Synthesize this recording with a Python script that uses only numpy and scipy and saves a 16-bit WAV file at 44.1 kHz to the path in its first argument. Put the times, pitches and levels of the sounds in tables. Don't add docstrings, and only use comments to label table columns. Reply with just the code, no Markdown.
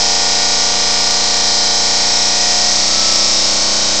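import sys
import numpy as np
from scipy import signal
from scipy.fft import irfft
from scipy.io import wavfile
from scipy.ndimage import uniform_filter1d, map_coordinates

SR = 44100
rng = np.random.default_rng(int(sys.argv[2]) if len(sys.argv) > 2 else 0)


def materialize(psi):
    bounded = np.clip(np.atleast_2d(psi).T, -1, 1)
    quanta = np.round(bounded * 32767).astype(np.int16)
    wavfile.write(sys.argv[1], SR, quanta)


N = 176400
TURN_HZ = 29.919
TREBLE_FROM_HZ = 3100


def undb(db):
    return 10 ** (np.asarray(db) / 20)


def curve(rows, at):
    return np.interp(at, *np.array(rows, float).T)


def level_at_pitch(rows, hz):
    points, db = np.array(rows, float).T
    return np.interp(np.log(np.maximum(hz, 1)), np.log(points), db)


# (time [s], share of the way [0-1])
MIC_PATH = [(0, 0), (.8, 0.04), (2.1, .14), (2.6, 0.3), (3.05, .78), (3.4, 0.93), (4, 0.92)]


def blade(t, patches, tone_count=298, samples_per_turn=8192, step_m=.35, waver_db=.8, waver_rad=.1):
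    turn_s = np.arange(int(t[-1] * TURN_HZ) + 2) / TURN_HZ
    hz = TURN_HZ * np.arange(1, tone_count + 1)
    way = curve(MIC_PATH, turn_s)
    metres = way * step_m
    db = drone_and_buzz_db(turn_s, hz, way, metres)
    db += treble_db(turn_s, hz) + contact_db(turn_s, hz, patches)
    db += waver_db * rng.standard_normal(db.shape)
    phase = tone_phase(hz, metres) + waver_rad * rng.standard_normal(db.shape)
    tones = undb(db) * np.exp(1j * phase)
    scrapes = irfft(np.pad(tones, ((0, 0), (1, 0))), samples_per_turn) * samples_per_turn / np.sqrt(2)
    turns = t * TURN_HZ
    return map_coordinates(scrapes, [turns, turns % 1 * samples_per_turn], order=1, mode="grid-wrap")


# (multiple of the turning rate, base level at the first spot [dB], base level at the second [dB])
STRONG_TONES = [(2, -42, -41), (3, -47, -43), (6, -50, -48), (7, -38, -36), (9, -43, -47), (10, -44, -38),
                (11, -43, -41), (13, -48, -41), (14, -54, -48), (15, -36, -54), (16, -38, -47),
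                (17, -45, -35), (19, -38, -38), (20, -37, -35), (21, -42, -39), (22, -43, -39),
                (23, -53, -37), (24, -30, -39), (25, -55, -51), (26, -40, -43), (27, -35, -39),
                (28, -47, -45), (29, -56, -37), (30, -35, -47), (31, -38, -50), (32, -37, -41),
                (36, -51, -37), (37, -40, -43), (39, -48, -39), (40, -41, -45), (44, -48, -50),
                (45, -53, -46), (48, -37, -46), (51, -42, -48), (61, -38, -46), (63, -46, -40),
                (64, -37, -45), (82, -39, -44), (104, -41, -44), (109, -36, -45), (125, -36, -42),
                (128, -41, -33), (133, -37, -41), (136, -31, -40), (142, -39, -34), (166, -28, -34),
                (171, -26, -33), (182, -32, -33), (184, -36, -33), (212, -42, -37), (214, -38, -38)]
# (pitch [Hz], base level of one tone [dB])
BUZZ_LEVELS = [(30, -53), (120, -61.5), (150, -45.5), (240, -50), (750, -43.5), (1050, -49.5),
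               (1350, -52.5), (1700, -54.5), (2200, -43), (2450, -45), (2600, -48.5), (3000, -46.5),
               (3500, -43.5), (4500, -37.5), (5450, -34.5), (6500, -42), (7700, -47.5), (8400, -63.5),
               (8900, -80.5)]
# (multiple of the turning rate, time [s], half length [s], rise [dB])
LOUD_SPOTS = [(24, 2.65, .4, 4), (25, .5, .45, 11), (27, .1, .4, 5), (28, 1.9, .9, 12), (29, .3, .9, 10),
              (31, 3.75, .25, 10), (39, .9, .9, 10), (44, 3.1, .3, 17)]


def drone_and_buzz_db(turn_s, hz, way, metres, uneven_db=2.5, standing_db=2.4):
    standing = np.sqrt(2) * room_waves(hz, metres).real
    scatter_db = uneven_db * rng.standard_normal(len(hz)) + standing_db * standing
    neighbours_db = 10 * np.log10(uniform_filter1d(undb(scatter_db) ** 2, size=7, axis=1))
    db = level_at_pitch(BUZZ_LEVELS, hz) + .26 + scatter_db - neighbours_db
    for multiple, first_db, second_db in STRONG_TONES:
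        db[:, round(multiple) - 1] = first_db + .5 + (second_db - first_db) * way
    for multiple, at_s, half_s, rise_db in LOUD_SPOTS:
        db[:, round(multiple) - 1] += rise_db * np.exp(-((turn_s - at_s) / half_s) ** 2)
    return db


def room_waves(hz, metres, count=12):
    angle, start = rng.uniform(0, 2 * np.pi, (2, count, 1, len(hz)))
    cycles = metres[:, None] * hz / 343
    return np.exp(1j * (start + 2 * np.pi * cycles * np.cos(angle))).sum(0) / np.sqrt(count)


def tone_phase(hz, metres, bite_db=-9, drone_top_hz=1300):
    echo = room_waves(hz, metres, count=1)
    buzz = np.angle(undb(bite_db) * rim_bites(hz) + echo)
    drone = drone_phase(hz) + np.angle(echo / echo[0])
    return np.where(hz < drone_top_hz, drone, buzz)


def drone_phase(hz, scatter_rad=.8):
    golden = (np.sqrt(5) - 1) / 2
    return np.pi * golden * (hz / TURN_HZ) ** 2 + scatter_rad * rng.standard_normal(len(hz))


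def rim_bites(hz, count=6, ring_hz=5387, travel_s=.03):
    at_s = rng.uniform(0, 1 / TURN_HZ, (count, 1))
    delay_s = at_s + 2 * travel_s * np.sqrt(ring_hz / hz)
    return np.exp(-2j * np.pi * hz * delay_s).sum(0) / np.sqrt(count)


# (pitch [Hz], base level [dB per Hz])
HISS_LEVELS = [(30, -74), (120, -71.5), (450, -70), (800, -67.5), (1050, -68), (1700, -65.5), (2300, -67),
               (2750, -66.5), (3500, -66.5), (4500, -57.5), (5400, -54), (6500, -57.5), (7700, -63),
               (8100, -65.5), (8400, -72.5), (8900, -89.5)]


def grit_and_water(t, patches, segments=24, pulse_db=1.2):
    bites = rng.standard_normal(int(t[-1] * TURN_HZ + 2) * segments)
    pulse = undb(pulse_db * map_coordinates(bites, [t * TURN_HZ * segments], order=1))
    noise = rng.standard_normal(N) * pulse / np.sqrt(np.mean(pulse ** 2))
    hz, frame_s, spectra = signal.stft(noise, SR, nperseg=1024)
    db = level_at_pitch(HISS_LEVELS, hz) + .12 + treble_db(frame_s, hz) + contact_db(frame_s, hz, patches)
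    return signal.istft(spectra * undb(db).T, SR)[1][:N] * np.sqrt(SR / 2)


# (time [s], level [dB])
TREBLE_DRIFT = [(0, 0.6), (1.2, -.4), (2.5, 1.14), (3.3, 1), (4, 0.3)]
# (pitch [Hz], half width [Hz], time [s], half length [s], change [dB])
RINGING_BANDS = [(1446, 130, 3.8, .3, 5), (1900, 66, 2.55, .4, 4.5), (2100, 90, 3.8, 0.27, -2),
                 (2280, 130, .5, .8, 1.5), (2620, 170, 1.7, 0.49, -4.5), (2850, 53, 1.0, .3, 5.5),
                 (3100, 130, 3.9, .3, 4), (3670, 70, 3.3, .3, 3), (3700, 70, 1.85, .35, -3),
                 (3830, 45, 0.53, 0.23, 7.5), (4040, 100, 1.7, 0.62, 3.5), (4260, 69, 1.45, 0.53, 7),
                 (4550, 120, 3.4, .3, 1.5), (4820, 80, 3.15, 0.27, 3.5), (5340, 150, 3.26, 0.21, 4),
                 (5490, 80, 2.55, 0.55, 4), (5730, 70, 3.07, .15, 1), (5780, 130, 1.3, 0.66, 1.5),
                 (6350, 60, .9, .6, 4.5), (6670, 80, 1.4, 0.39, -3), (3830, 45, 3.9, 0.13, 5.5),
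                 (2480, 70, 2.4, .4, 2)]


def treble_db(t, hz):
    db = np.outer(curve(TREBLE_DRIFT, t), hz > TREBLE_FROM_HZ)
    for centre_hz, half_hz, at_s, half_s, change_db in RINGING_BANDS:
        swell = np.exp(-((t - at_s) / half_s) ** 2)
        band = np.exp(-((hz - centre_hz) / half_hz) ** 2)
        db += change_db * np.outer(swell, band)
    return db


def contact_db(t, hz, patches, wander_db=1.1, width_hz=130, lasts_s=.2):
    where = np.meshgrid(t / lasts_s, hz / width_hz, indexing="ij")
    depth = np.minimum(hz / TREBLE_FROM_HZ, 1)
    return wander_db * map_coordinates(patches, where, mode="mirror") * depth


def scene():
    t = np.arange(N) / SR
    patches = rng.standard_normal((256, 256))
    return (blade(t, patches) + grit_and_water(t, patches))[None]


def record(dry, mic_top_hz=8950, offset=-.08, clip_at=.78, sharpness=22, top_hz=15800):
    heard = signal.sosfilt(signal.ellip(10, .1, 70, mic_top_hz, fs=SR, output="sos"), dry)
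    shifted = heard + offset
    clipped = shifted / (1 + np.abs(shifted / clip_at) ** sharpness) ** (1 / sharpness)
    return signal.sosfilt(signal.ellip(8, .1, 70, top_hz, fs=SR, output="sos"), clipped)


dry = scene()
out = record(dry)
materialize(out)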